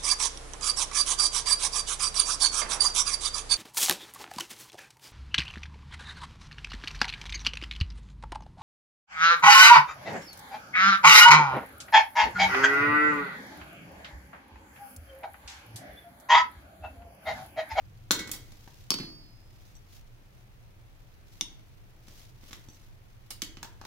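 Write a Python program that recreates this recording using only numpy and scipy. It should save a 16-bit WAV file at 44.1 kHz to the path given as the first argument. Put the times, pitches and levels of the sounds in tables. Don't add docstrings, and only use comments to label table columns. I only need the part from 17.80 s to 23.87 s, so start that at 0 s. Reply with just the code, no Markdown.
import sys
import numpy as np
from scipy import signal
from scipy.fft import rfft, irfft, next_fast_len
from scipy.io import wavfile
from scipy.ndimage import uniform_filter1d

SR = 44100
rng = np.random.default_rng(int(sys.argv[2]) if len(sys.argv) > 2 else 0)


def bounce(signal):
    frames = np.transpose(np.atleast_2d(signal))
    limited = np.clip(frames, -1, 1)
    pcm = np.round(limited * 32767).astype(np.int16)
    wavfile.write(sys.argv[1], SR, pcm)


N = 267610

# pitch_hz, level_db
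AIR_COLOUR = [(12, -32), (20, 0.5), (64, -14.5), (103, -10), (126, -12), (140, -29), (180, -18),
              (238, -28.5), (333, -25), (393, -29.5), (686, -31.5), (1100, -36), (2470, -38.5), (7520, -54),
              (15500, -49.5)]
# pitch_hz, side_minus_mid_db
AIR_WIDTH = [(25, 1), (80, -14.5), (200, -7), (600, 0), (2000, 1), (12000, 0.5)]
# pitch_hz, level_db
HUM_COLOUR = [(50, -43), (75, -6), (90, 4.5), (102, -2.5), (114, 4.5), (130, -1), (160, -15), (260, -54.5)]
# pitch_hz, level_db, t60_s
ROOM_BANDS = [(120, -3.5, 1), (330, -3, 0.91), (717, -2.5, 0.56), (1544.5, -3.5, 0.58), (3535, -1.5, 0.4),
              (6500, -4.5, 0.37), (11200, -4.5, 0.28), (16000, -2, .3)]
# middle_s, length_s, level_db
BRUSHES = [(0.903, 0.65, -61), (1.857, 0.24, -65), (2.155, 0.075, -57), (3.565, 0.13, -61.5),
           (4.376, 0.17, -56), (4.729, 0.16, -56), (4.98, 0.14, -63)]
# pitch_hz, level_db
BRUSH_COLOUR = [(150, 1.5), (500, 2.5), (1200, -1), (3500, 5), (6300, 4.5), (8500, -5.5), (11000, -1.5),
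                (15500, -2.5)]
# start_s, level_db, ring_db
THUMPS = [(0.312, -48.5, -48), (0.405, -50.5, -70), (1.106, -46.5, -66), (1.139, -46, -54),
          (1.200, -47.5, -39), (1.232, -54.5, -73), (3.611, -57, -76), (5.621, -51, -77)]
# pitch_hz, level_db
THUMP_COLOUR = [(60, -24), (110, -11.5), (160, 2), (230, -6.5), (320, -0.5), (500, -23.5), (1200, -31),
                (2500, -26.5), (8000, -47.5)]
# pitch_hz, level_db, t60_s
STAND_MODES = [(155, 3, .3), (268, -14, 0.51), (336, -10, .25)]
# start_s, level_db, burst_t60_s
SLIPS = [(0.474, -51, 0.058), (0.5150, -37, 0.045), (0.534, -50, 0.15), (0.720, -55.5, 0.027),
         (4.283, -56, 0.032), (5.5053, -46.5, 0.099)]
# pitch_hz, level_db
SLIP_COLOUR = [(150, -2), (400, -8.5), (800, -7), (1500, -5.5), (3000, -0.5), (6200, 5), (8500, -0.5),
               (11000, 2.5), (15500, -2.5)]
# start_s, level_db
KNOCKS = [(0.876, -56.5), (5.8295, -42.5), (5.846, -50), (6.0135, -50.5), (6.039, -56.5), (6.051, -47.5)]
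# pitch_hz, level_db
KNOCK_COLOUR = [(150, -8), (400, -6), (650, -7.5), (950, 4), (1200, -3.5), (1600, -1), (2300, -11),
                (3200, -6), (5000, -6), (7000, -9.5), (9000, -18), (15500, -18.5)]
# pitch_hz, level_db, t60_s
BAR_MODES = [(775, -4, .05), (936, 4, .06), (1150, -3, .05), (1580, -1, .06), (2790, -7.5, .06),
             (6070, -9, .14)]
# start_s, level_db
CLACKS = [(4.634, -56), (4.7095, -51.5), (4.7303, -43), (5.6194, -32.5), (5.7705, -50)]
# pitch_hz, level_db
CLACK_COLOUR = [(150, -8), (320, -3), (600, -15.5), (1000, -4), (1700, -3), (2700, 1), (3800, 2),
                (4700, -1), (6200, 0.5), (7500, -2.5), (8500, -14), (12000, -8.5), (15500, -24)]
# start_s, level_db, rebound_loss_db
TINKS = [(1.953, -59, 2), (3.6101, -25, 28), (4.8865, -49, 5), (4.933, -63, 3)]
# pitch_hz, level_db
JAW_COLOUR = [(80, -28.5), (300, -15.5), (650, -22), (950, -12.5), (1500, -19.5), (3200, -9.5), (3600, 4.5),
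              (4100, -13), (5100, -9), (5850, 1.5), (6600, -7.5), (7400, -21), (9500, -15.5), (15500, -35)]
# pitch_hz, level_db, t60_s
JAW_MODES = [(3615, -12, 0.1), (4502, -7, 0.74), (5660, -11, 0.45), (5920, 5, 0.06), (6170, -2, .14),
             (7650, 1, 0.045), (12850, -10, 0.08)]
# pitch_hz, level_db
CLINK_COLOUR = [(150, -36), (300, -17), (700, -22.5), (1150, -11), (1900, -25.5), (3000, -11), (3620, -13),
                (4100, -11.5), (4700, -7), (5400, -3.5), (6200, -5), (7400, -20), (10000, -20),
                (15500, -24)]
# pitch_hz, level_db, t60_s
ANVIL_MODES = [(2700, -17, 0.12), (3850, -15.5, .22), (4502, 0, .7), (5055, -15.5, 1.35), (5352, -1, 0.19),
               (5640, -23, .6), (8420, -17, .3)]
# pitch_hz, level_db
SNIP_COLOUR = [(150, -15), (350, 1), (750, -10.5), (1250, 3), (1600, 6), (1900, -4), (2700, 0), (3900, 8.5),
               (5000, 3), (7200, 3.5), (8500, -11.5), (11000, -6.5), (15500, -19)]
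# pitch_hz, level_db, t60_s
ROD_MODES = [(373, -17, 0.5), (1503, -5, .42), (1650, -8, 0.14), (1969, -.5, .54), (2187, -2, 0.54),
             (2242, -7, 0.36), (3268, -9, .3), (3770, -9, 0.15), (3940, -14, .3), (4067, -12, .3),
             (5238, -16.5, .5), (5432, -13, .3)]

T = np.arange(N) / SR
OPPOSITE = np.array([[1], [-1]])

SOFT_TILT_DB = 0.4159
RING_GROWTH = 0.38


def undb(db):
    return 10 ** (np.asarray(db) / 20)


def unit(x):
    return x / np.sqrt(np.mean(x ** 2))


def on_log(hz, points_hz, values):
    return np.interp(np.log(hz + 1e-3), np.log(points_hz), values)


def colour(x, points):
    n = next_fast_len(x.shape[-1] + 4096, True)
    points_hz, levels_db = np.transpose(points)
    gain = undb(on_log(np.fft.rfftfreq(n, 1 / SR), points_hz, levels_db))
    cepstrum = irfft(np.log(gain), n)
    cepstrum[1:n // 2] *= 2
    cepstrum[n // 2 + 1:] = 0
    response = np.exp(rfft(cepstrum, n))
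    return irfft(rfft(x, n) * response, n)[..., :x.shape[-1]]


def even(x, size):
    spectrum = rfft(x)
    power = uniform_filter1d(np.abs(spectrum) ** 2, size)
    return irfft(spectrum / np.sqrt(power + 1e-12))


def ports(mid, side, wide_hz):
    hz = np.fft.rfftfreq(len(mid), 1 / SR)
    width = hz / np.hypot(hz, wide_hz)
    return irfft((rfft(mid) + OPPOSITE * width * rfft(side)) / np.sqrt(1 + width ** 2))


def walk(hz):
    return np.interp(T * hz, np.arange(N), rng.standard_normal(N))


def fade(t, t60):
    return np.exp(-np.log(1000) * t / max(t60, 1e-4))


def add(out, s, sound):
    i = int(s * SR)
    out[:, i:i + sound.shape[1]] += sound[:, :N - i]


def burst(t60, size=8192, rounds=4):
    shape = fade(T[:size], t60)
    noise = rng.standard_normal((2, size)) * shape
    for _ in range(rounds):
        noise = even(noise, size=1) * shape ** (1 / rounds)
    return ports(*noise, wide_hz=2055)


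def uneven(x, spacing_hz=131, spread_db=4.5):
    hz = np.arange(1, 161) * spacing_hz
    reach_db = spread_db * hz / np.hypot(hz, 1200)
    favour = np.clip(rng.standard_normal(len(hz)), -2, 2)
    return colour(x, np.column_stack([hz, reach_db * favour]))


def ringing(modes, wide_hz=2500, size=65536):
    t = T[:size]
    ring = 0
    for (hz, db, t60), lead in zip(modes, rng.choice([-1, 1], len(modes))):
        phase = OPPOSITE * lead * np.arctan(hz / np.hypot(hz, wide_hz))
        ring = ring + undb(db) * fade(t, t60) * np.sin(2 * np.pi * hz * t + phase)
    return ring


def blows(events, body, modes):
    cracks, rings = np.zeros((2, N)), np.zeros((2, N))
    ring = ringing(modes)
    lowest_hz = body[0][0]
    for s, db, t60, ring_db, pan_db, tilt_db in events:
        pan = undb(OPPOSITE * pan_db / 2)
        tilted = [(hz, body_db + tilt_db * np.log2(hz / lowest_hz)) for hz, body_db in body]
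        crack = colour(uneven(burst(t60)), tilted)
        crack *= np.sqrt(2 * t60 * SR / np.sum(crack ** 2))
        add(cracks, s, pan * undb(db) * crack)
        add(rings, s, pan * undb(ring_db) * ring)
    return np.array([cracks, rings])


def bounces(s, db, gap_s, loss_db, count):
    return [(s + k * gap_s, db - k * loss_db) for k in range(count)]


def contacts(hits, ring_db, tilt_db, pan_db, t60=None):
    hardest_db = max(hit[1] for hit in hits)
    events = []
    for s, db, *own_t60 in hits:
        burst_t60 = own_t60[0] if own_t60 else t60
        below_db = db - hardest_db
        hit_ring_db = ring_db + RING_GROWTH * below_db
        hit_tilt_db = tilt_db + SOFT_TILT_DB * below_db
        events.append((s, db, burst_t60, hit_ring_db, pan_db, hit_tilt_db))
    return events


def background(air_db=-52.5, hum_db=-60.5, hum_start_db=7.5, hum_settle_s=1.0, hum_side_db=-14):
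    mid, side, hum_mid, hum_side = rng.standard_normal((4, N))
    air = unit(colour(mid + OPPOSITE * colour(side, AIR_WIDTH), AIR_COLOUR))
    hum = unit(colour(hum_mid + OPPOSITE * undb(hum_side_db) * hum_side, HUM_COLOUR))
    hum_gain = undb(hum_db + hum_start_db * np.exp(-T / hum_settle_s))
    return undb(air_db) * air + hum_gain * hum


def workshop(x, early_db=5, early_t60=0.11, first_s=0.0018, size=49152):
    t, hz = T[:size], np.fft.rfftfreq(size, 1 / SR)
    noise = rng.standard_normal((2, size))
    points_hz, levels_db, t60s = np.transpose(ROOM_BANDS)
    onset = np.clip(t / first_s - 1 / 2, 0, 1)
    response = 0
    for share, db, t60 in zip(np.eye(len(ROOM_BANDS)), levels_db, t60s):
        shape = (fade(t, t60) + undb(early_db) * fade(t, early_t60)) * onset
        band = on_log(hz, points_hz, share)
        response = response + undb(db) * band * rfft(even(noise * shape, size=101))
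    echoes = ports(*irfft(response), wide_hz=800)[:, :size * 7 // 8]
    return signal.fftconvolve(x.mean(axis=0, keepdims=True), echoes, axes=1)[:, :N]


def glove(rustle_db=-70.5, rustle_swing_db=1, rustle_hz=8.1, grain_db=3, grain_hz=250):
    strokes = sum(undb(db) * np.exp(-2 * ((T - s) / length) ** 2) for s, length, db in BRUSHES)
    rustle = undb(rustle_db + rustle_swing_db * walk(rustle_hz))
    swell = np.hypot(strokes, rustle)
    grain = undb(grain_db * walk(grain_hz))
    return swell * unit(colour(rng.standard_normal((2, N)) * grain, BRUSH_COLOUR))


def stand(t60=0.089, pan_db=-2, tilt_db=2.04):
    events = [(s, db, t60, ring_db, pan_db, tilt_db) for s, db, ring_db in THUMPS]
    return blows(events, THUMP_COLOUR, STAND_MODES)


def slipping_pivot():
    slips = contacts(SLIPS, ring_db=-62.5, tilt_db=3.1, pan_db=-1.5)
    return blows(slips, SLIP_COLOUR, JAW_MODES)


def bar_knocks():
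    knocks = contacts(KNOCKS, ring_db=-51, tilt_db=1.23, pan_db=-.5, t60=0.023)
    return blows(knocks, KNOCK_COLOUR, BAR_MODES)


def rod_clacks():
    clacks = contacts(CLACKS, ring_db=-64, tilt_db=2.97, pan_db=-6, t60=0.014)
    return blows(clacks, CLACK_COLOUR, ROD_MODES)


def loose_jaws(rebound_gap_s=0.013):
    clicks = []
    for s, db, loss_db in TINKS:
        clicks += bounces(s, db, rebound_gap_s, loss_db, count=2)
    events = contacts(clicks, ring_db=-46.5, tilt_db=0.7, pan_db=-0.4, t60=.008)
    return blows(events, JAW_COLOUR, JAW_MODES)


def lay_down(land_s=1.1052):
    landing = contacts([(land_s, -19)], ring_db=-31, tilt_db=0, pan_db=-2.5, t60=0.0064)
    skid = contacts([(land_s + .0118, -36)], ring_db=-63.5, tilt_db=-4.5, pan_db=3.0, t60=0.024)
    sway = bounces(land_s + .035, -38, gap_s=.046, loss_db=9, count=3)
    rocks = contacts(sway, ring_db=-55.5, tilt_db=-0.5, pan_db=7, t60=.03)
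    return blows(landing + skid + rocks, CLINK_COLOUR, ANVIL_MODES)


def cut(snap_s=0.3088, spring_s=0.3915, recoil_lag_s=.0049):
    snap = contacts([(snap_s, -17.5)], ring_db=-41.5, tilt_db=-3, pan_db=-.5, t60=0.0064)
    crunch = bounces(snap_s + recoil_lag_s, -26.5, gap_s=recoil_lag_s, loss_db=5, count=3)
    recoil = contacts(crunch, ring_db=-57.5, tilt_db=9, pan_db=0, t60=0.017)
    spring = contacts([(spring_s, -45)], ring_db=-42, tilt_db=2.5, pan_db=-1.4, t60=.1)
    return blows(snap + recoil + spring, SNIP_COLOUR, ROD_MODES)


def scene(face_echo_db=-2, above_echo_db=3, ring_echo_db=-4):
    on_face, face_rings = lay_down() + loose_jaws()
    above, above_rings = cut() + rod_clacks() + bar_knocks() + slipping_pivot() + stand()
    rings = face_rings + above_rings
    to_room = undb(face_echo_db) * on_face + undb(above_echo_db) * above + undb(ring_echo_db) * rings
    return on_face + above + rings + workshop(to_room) + glove() + background()


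def record(dry, top_hz=15700):
    low_pass = signal.ellip(8, .2, 70, top_hz, fs=SR, output="sos")
    return signal.sosfilt(low_pass, dry)


dry = scene()
out = record(dry)
bounce(out)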